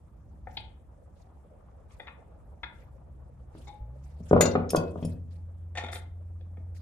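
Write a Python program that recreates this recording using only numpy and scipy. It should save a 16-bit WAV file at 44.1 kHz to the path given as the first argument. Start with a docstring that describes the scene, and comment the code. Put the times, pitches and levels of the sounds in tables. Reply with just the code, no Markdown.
"""A garage workshop, with road noise coming through the door throughout. First sleeves rustle and a steel
rod knocks on a part held in a vise, exciting its damped modes, which reverberate in the room. Near 3 s an
engine outside hums; at 3.8 s it catches, and its firing rate climbs to a steady drone. Meanwhile tools
are dropped on and dragged from a wooden bench: the wood thuds, the rod is tapped once, steel clinks.
Near 5.8 s the rod catches in the part, rattles and briefly scrapes; two light knocks and a thud follow."""
import sys
import numpy as np
from scipy import signal
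from scipy.io import wavfile

SR = 44100
rng = np.random.default_rng(int(sys.argv[2]) if len(sys.argv) > 2 else 0)


def wav_out(sig):
    """Save sig, one row per channel (or a flat mono array), as 16-bit PCM at SR to the path in sys.argv[1]."""
    wavfile.write(sys.argv[1], SR, np.round(np.clip(np.atleast_2d(sig).T, -1, 1) * 32767).astype(np.int16))


N = 300321

# road noise: (time [s], rumble level [dB], tyre roar level [dB])
ROAD_LEVELS = [(0, -52.5, -67), (.38, -46, -65), (1.0, -52.5, -63.5), (2.1, -51.5, -60), (2.72, -49.5, -62),
               (4.2, -51, -63.5), (5.4, -50.5, -66), (6.81, -48.5, -67)]
# spectra of rumble, tyre roar, microphone hiss and friction: (frequency [Hz], relative density [dB])
RUMBLE_SPECTRUM = [(22, -41), (40, -7), (55, 2), (78, 4.5), (107, -13), (140, -8.5), (242, -19.5)]
ROAR_SPECTRUM = [(150, -12.5), (300, -9), (546, 3), (975, -6.5), (1400, -11.5), (1800, -56)]
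HISS_SPECTRUM = [(1500, -5), (5000, -19.5), (7800, -8.5), (10000, -19), (15500, -20.5)]
FRICTION_SPECTRUM = [(1500, -2.5), (7000, -9.5), (9500, -8), (12000, -17.5), (15500, -27.5)]
# likeness of left and right: (frequency [Hz], coherence [ratio])
COHERENCE = [(240, 0.89), (950, 0.76), (3770, 0.12), (15000, 0.0092)]
# sleeves rustling, and a short hissing scrape of the rod near 5.9 s: (time [s], duration [s], level [dB])
RUBS = [(0.443, 0.15, -70), (1.142, 0.066, -74.5), (1.868, 0.15, -73), (2.716, 0.094, -70.5),
        (3.504, 0.2, -68), (3.908, 0.35, -73.5), (4.25, 0.05, -62), (4.72, 0.19, -62.5), (4.94, 0.19, -66),
        (5.909, 0.045, -51), (5.301, 0.033, -68), (6.743, 0.018, -61.5)]
# rod on the part: (time [s], level [dB], centre [Hz], fall-off [dB/octave^2], low-mode gain [dB])
ROD_KNOCKS = [(0.469, -31, 1320, 5, 5), (0.569, -21.5, 3520, 14.5, 55.5), (1.905, -58, 2440, 32, -7),
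              (1.997, -32, 2200, 3, 8), (2.069, -36.5, 2410, 16, -11), (2.078, -34.5, 1900, 3.5, -7),
              (2.632, -26, 2380, 5, -5), (6.407, -41.5, 1350, -10.5, -3), (6.569, -46.5, 1636, 3, 1)]
# reverberation: (frequency [Hz], T60 [s], level [dB])
ROOM_DECAY = [(126.6, 1, -9.5), (352, 0.55, -1.5), (1010, 0.38, -1.5), (2870, 0.36, -7),
              (7000, 0.098, -7.5), (13000, .2, -21)]
# tools on the bench, and a tap on the rod: (time [s], level [dB], centre [Hz])
LANDINGS = [(3.55, -38, 360), (4.203, -33.5, 148), (4.311, -6.5, 318), (4.33, -4, 388), (4.363, -10, 477),
            (4.376, -18, 478.4), (4.407, -6.5, 554), (4.453, -17.5, 476), (4.553, -9, 446),
            (4.733, -14.5, 357), (4.747, -7.5, 472), (4.811, -28.5, 164), (4.957, -27, 377),
            (6.578, -41.5, 188.8), (5.026, -23, 196), (5.048, -20.5, 170)]
TAPS = [(3.671, -42, 1964)]
# engine run-up, a fast and a slow term: (shortfall from the final rate [Hz], time constant [s])
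RUN_UP = [(24.82, .2), (14, 0.85)]
# steel on steel: (time [s], level [dB], centre [Hz], fall-off [dB/octave^2])
BAR_HITS = [(4.408, -11.5, 7550, 0.41), (4.411, -14, 1994, 5.4), (4.425, -24, 4100, 18),
            (4.455, -24, 3700, 14), (4.512, -37, 3900, 25)]
LOOSE_HITS = [(4.692, -33.5, 5355, 25), (4.703, -20, 9000, 3), (4.758, -22, 9400, 5), (4.765, -22, 3450, 8),
              (5.027, -37.5, 2800, 3), (5.048, -36, 10400, 70), (5.049, -35, 5200, 4)]
# rod catching in the part: (time [s], level [dB])
ROD_CATCHES = [(5.752, -32.5), (5.772, -26.5), (5.78, -28.5), (5.791, -34.5), (5.836, -27), (5.861, -38),
               (5.885, -34.5), (5.926, -30), (5.956, -32.5)]
# normal modes of each struck body: (frequency [Hz], level [dB], T60 [s])
PART_MODES = [(540, 5, 0.029), (717, 4, 0.035), (850, 1, 0.03), (1190, -7, 0.018), (1370, 1, 0.02),
              (1830, 4, 0.018), (2110, 2, 0.013), (2440, 2, 0.011), (3400, 3, 0.013), (3650, 3, 0.013),
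              (4700, -2, 0.004)]
BENCH_MODES = [(95.5, -6.5, 0.6), (170.6, -2.5, 0.22), (235, -3, 0.069), (422, 2.5, 0.024),
               (476, -14, 0.068), (515, 6, 0.016), (724, -1, 0.026), (901, 11.5, 0.0051),
               (1192, 13.5, 0.0073), (1450, -3, 0.03)]
ROD_MODES = [(840, -1.6, 0.31), (2220, -5, 0.019), (3696, -0.5, 0.022)]
BAR_MODES = [(1560, -8, .03), (2050, -9, .02), (2762, -21, .12), (3714, -10, .022), (4204, -10, .02),
             (4737, -18, .12), (5787, -15, .17), (6799, -1, .1), (8441, -14, .2), (9555, -3, .13),
             (11350, -19, .22), (12380, -4, .14), (12660, -4, .12), (13580, -8, .12)]
LOOSE_MODES = [(2562, -22, .3), (3284, -6, .012), (4624, -9, .02), (5400, -2, .02), (6438, -5, .05),
               (7327, -7, .045), (9254, -5, .1), (9572, 0, .035), (10390, -9, .15), (11200, -6, .045),
               (11820, 0, .05), (12880, -4, .08)]

TIME = np.arange(N) / SR


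def from_db(db):
    """Amplitude ratio: tenfold for every 20 dB."""
    return 10 ** (np.asarray(db) / 20)


def rms_one(x):
    """Normalisation to unit mean power."""
    return x / np.sqrt(np.mean(x ** 2) + 1e-20)


def at_hz(points, hz):
    """Interpolation of a table over log frequency."""
    table = np.array(points)
    return [np.interp(np.log(hz), np.log(table[:, 0]), c) for c in table.T[1:]]


def filtered(x, order, hz, kind="low"):
    """Butterworth filtering: a maximally flat passband."""
    return signal.sosfilt(signal.butter(order, hz, kind, fs=SR, output="sos"), x)


def drift(rate_hz):
    """Random modulation: low-passed noise of unit rms."""
    step = 40
    pole = np.exp(-2 * np.pi * rate_hz * step / SR)
    white = rng.standard_normal(N // step + 2002)
    slow = signal.lfilter([1], [1, -2 * pole, pole * pole], white)[2000:]
    return np.interp(np.arange(N) / step, np.arange(len(slow)), rms_one(slow))


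def bands(low_hz, high_hz):
    """Half-octave division: geometric centre and edges of each band."""
    edges = 20 * 2 ** np.arange(0, 10, .5)
    return [(np.sqrt(a * b), [a, b]) for a, b in zip(edges, edges[1:]) if low_hz <= a < high_hz]


def coloured_noise(spectrum, flicker_db, coherence_scale):
    """Partially coherent stereo noise of unit rms; each band flickers independently."""
    out, white = 0, rng.standard_normal((2, 2, N))
    for k, (hz, edges) in enumerate(bands(spectrum[0][0] * .7, spectrum[-1][0])):
        mid, side = filtered(white[k % 2], 2, edges, "band")
        alike = np.clip(coherence_scale * at_hz(COHERENCE, hz)[0], -1, 1)
        gain = from_db(at_hz(spectrum, hz)[0] + flicker_db * drift(24))
        out = out + gain * (np.sqrt(1 + alike) * mid + np.sqrt(1 - alike) * side * [[1], [-1]])
    return rms_one(out)


def right_later(pair, lag_s):
    """Path difference: sound from the left reaches the right microphone later."""
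    return np.array([pair[0], np.interp(TIME - lag_s, TIME, pair[1])])


def road():
    """Broadband traffic noise: low rumble and less coherent tyre roar vary slowly in level."""
    times, rumble_db, roar_db = np.transpose(ROAD_LEVELS)
    rumble = coloured_noise(RUMBLE_SPECTRUM, flicker_db=1, coherence_scale=1)
    roar = coloured_noise(ROAR_SPECTRUM, flicker_db=-3.5, coherence_scale=.33)
    return (from_db(np.interp(TIME, times, rumble_db)) * rumble
            + from_db(np.interp(TIME, times, roar_db)) * roar)


def hiss():
    """Self-noise of the microphone: a faint treble floor."""
    return from_db(-81.5) * coloured_noise(HISS_SPECTRUM, flicker_db=2.5, coherence_scale=1)


def friction(attack_share=.4, release_s=.04):
    """Sliding friction: each sleeve rustle, and the rod's hissing scrape, swells, flickers and fades."""
    envelope = 0
    for start, length, db in RUBS:
        swell = np.sin(np.pi / 2 * np.clip((TIME - start) / (attack_share * length), 0, 1)) ** 2
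        fade = np.exp(-np.maximum(TIME - start - length, 0) / release_s)
        envelope += from_db(db) * swell * fade
    flicker = from_db(2 * drift(14))
    return envelope * flicker * coloured_noise(FRICTION_SPECTRUM, flicker_db=5, coherence_scale=.3)


def strike(blows, modes, spread_db, lag_s, pan_db, rise_s, chatter_s, chatter_db, crack_db, top_ratio,
           fall_db=None, low_hz=900, beat_hz=45):
    """Modal superposition: an impulse and its chatter drive damped modes; the chatter also cracks."""
    times, level_db, centre, *shaping = np.transpose(blows)
    hz, mode_db, t60 = np.transpose(modes)
    fall = shaping[0][:, None] if shaping else fall_db
    octaves = np.log2(hz / centre[:, None])
    weights = from_db(mode_db - fall * octaves ** 2 + spread_db * rng.standard_normal(octaves.shape))
    if len(shaping) > 1:
        weights *= from_db(shaping[1][:, None] * (hz < low_hz))
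    weights *= rng.choice([-1, 1], weights.shape)
    t, out = np.arange(SR // 4) / SR, np.zeros(N + SR)
    split_hz = beat_hz * rng.random((len(hz), 1))
    beat = 1 + .55 * np.cos(2 * np.pi * split_hz * t)   # closely spaced modes beat
    rings = beat * np.sin(2 * np.pi * hz[:, None] * t) * from_db(-60 * t / t60[:, None])
    rise = 1 - np.exp(-t / rise_s)
    for k, start in enumerate(times):
        chatter = rng.standard_normal(len(t)) ** 3 * from_db(-60 * t / chatter_s) * rise
        crack = filtered(chatter, 2, centre[k] / 2, "high")
        force = from_db(chatter_db) * chatter / np.linalg.norm(chatter) + (t == 0)
        body = rise * signal.fftconvolve(weights[k] @ rings, force)[:len(t)]
        sound = body / np.abs(body).max() + from_db(crack_db) * crack / np.abs(crack).max()
        top_hz = min(top_ratio * centre[k], .45 * SR)   # a soft contact lacks treble
        at = round(start * SR)
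        out[at:at + len(t)] += from_db(level_db[k]) * filtered(sound, 4, top_hz)
    return from_db(np.array([[.5], [-.5]]) * pan_db) * right_later([out[:N], out[:N]], lag_s)


def knocks():
    """Impact excitation: the rod rings the quickly damped modes of the clamped part."""
    return strike(ROD_KNOCKS, PART_MODES, spread_db=2, lag_s=.00013, pan_db=6, rise_s=.0015,
                  chatter_s=.038, chatter_db=10.5, crack_db=-13, top_ratio=1.7)


def near_echo(x):
    """Comb filtering: a reflection off bench and vise adds on the left and subtracts on the right."""
    delayed = right_later(x, lag_s=.0019)[1]
    return from_db(-5) * filtered(delayed, 2, 800, "high") * [[1], [-1]]


def garage(x):
    """Diffuse reverberation: a noise tail decays exponentially in each band, most coherent in the bass."""
    t, tail = np.arange(SR) / SR, 0
    for hz, edges in bands(40, 16000):
        t60, level_db = at_hz(ROOM_DECAY, hz)
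        decay = rng.standard_normal((2, SR)) * from_db(-60 * t / t60) * (t > .004)
        alike = at_hz(COHERENCE, 2 * hz)[0]
        decay[1] = alike * decay[0] + np.sqrt(1 - alike ** 2) * decay[1]
        tail = tail + from_db(level_db) * filtered(decay / np.linalg.norm(decay[0]), 2, edges, "band")
    return signal.fftconvolve(x, tail, axes=1)[:, :N]


def hum(start_s=2.74, length_s=1, hz=129):
    """Amplitude modulation: a faint pure tone wavers before the engine catches."""
    gate = np.clip(np.minimum(TIME - start_s, start_s + length_s - TIME) / .024, 0, 1)
    return np.sqrt(2) * from_db(-59.5 + 2 * drift(3.6)) * gate * np.sin(2 * np.pi * hz * TIME)


def thuds(rock_s=.023, loss_db=9, dulling=.46):
    """Inelastic collision: each tool lands on the bench and rocks twice, weaker and duller each time."""
    gaps = rock_s * (1 + .1268 * rng.standard_normal((len(LANDINGS), 2)))
    rocks = [(start + gap[:k].sum(), db - k * loss_db, hz * dulling ** k)
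             for (start, db, hz), gap in zip(LANDINGS, gaps) for k in (1, 2)]
    return strike(LANDINGS + rocks, BENCH_MODES, fall_db=5, spread_db=0, lag_s=.0002, pan_db=1.6,
                  rise_s=.0012, chatter_s=.025, chatter_db=-10.5, crack_db=-12, top_ratio=7.3)


def rod_tap():
    """Free vibration: the loosely held rod rings on in its lowest mode."""
    return strike(TAPS, ROD_MODES, fall_db=0, spread_db=1, lag_s=.00013, pan_db=8, rise_s=.00098,
                  chatter_s=.15, chatter_db=12, crack_db=-20, top_ratio=14)


def engine(start_s=3.8, top_hz=87.7, drone_db=-40.5, db_per_hz=.4):
    """Periodic firing: the fundamental rises exponentially to a steady drone while its octave fades."""
    t = np.maximum(TIME - start_s, 0)
    onset = np.minimum(t / .0095, 1)
    shortfall_hz = sum(hz * np.exp(-t / tau_s) for hz, tau_s in RUN_UP)
    phase = 2 * np.pi * np.cumsum(top_hz - shortfall_hz) / SR
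    surge_db = 18 * np.exp(-t / .13)
    firing_db = drone_db - db_per_hz * shortfall_hz + surge_db + .31 * drift(1.5)
    octave = from_db(-47.5 - 19.5 * t) * np.sin(2 * phase)
    return np.sqrt(2) * onset * (from_db(firing_db) * np.sin(phase) + octave)


def clinks():
    """Hard contact excites high inharmonic modes, first of a steel bar, then of loose steel."""
    bar = strike(BAR_HITS, BAR_MODES, spread_db=1, lag_s=.00006, pan_db=6, rise_s=.00089,
                 chatter_s=.058, chatter_db=-6.5, crack_db=5, top_ratio=2.1)
    loose = strike(LOOSE_HITS, LOOSE_MODES, spread_db=2, lag_s=.00006, pan_db=3, rise_s=.0006,
                   chatter_s=.039, chatter_db=19, crack_db=-1.5, top_ratio=1.3)
    return bar + loose


def rattle(count=9, centre_hz=2280, fall_db=1.5, low_gain_db=1.5):
    """Intermittent contact: the rod, pushed into the part, catches, with light random touches between."""
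    times = rng.uniform(ROD_CATCHES[0][0], ROD_CATCHES[-1][0], count)
    touches = zip(times, -41 + 3 * rng.standard_normal(count))
    blows = [(start, db, centre_hz, fall_db, low_gain_db) for start, db in [*ROD_CATCHES, *touches]]
    return strike(blows, PART_MODES, spread_db=3, lag_s=.0001, pan_db=4.5, rise_s=.00055,
                  chatter_s=.063, chatter_db=9, crack_db=0, top_ratio=4.1)


def scene():
    """Linear superposition of outdoor noise, hiss, friction, impacts and their reflections."""
    impacts = knocks() + thuds() + rod_tap() + clinks() + rattle()
    impacts[0] = filtered(impacts[0], 3, 8500)   # the left microphone is shaded from the top treble
    impacts += near_echo(impacts)
    outdoors = right_later(road() + hum() + engine(), lag_s=.000056)
    return outdoors + hiss() + friction() + impacts + garage(impacts)


def record(dry):
    """Soft saturation rounds the peaks; a steep low-pass limits the bandwidth."""
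    ceiling, stop_hz = .9, 16400
    rounded = ceiling * np.tanh(dry / ceiling)
    return signal.sosfilt(signal.cheby2(12, 70, stop_hz, fs=SR, output="sos"), rounded)


dry = scene()
out = record(dry)
wav_out(out)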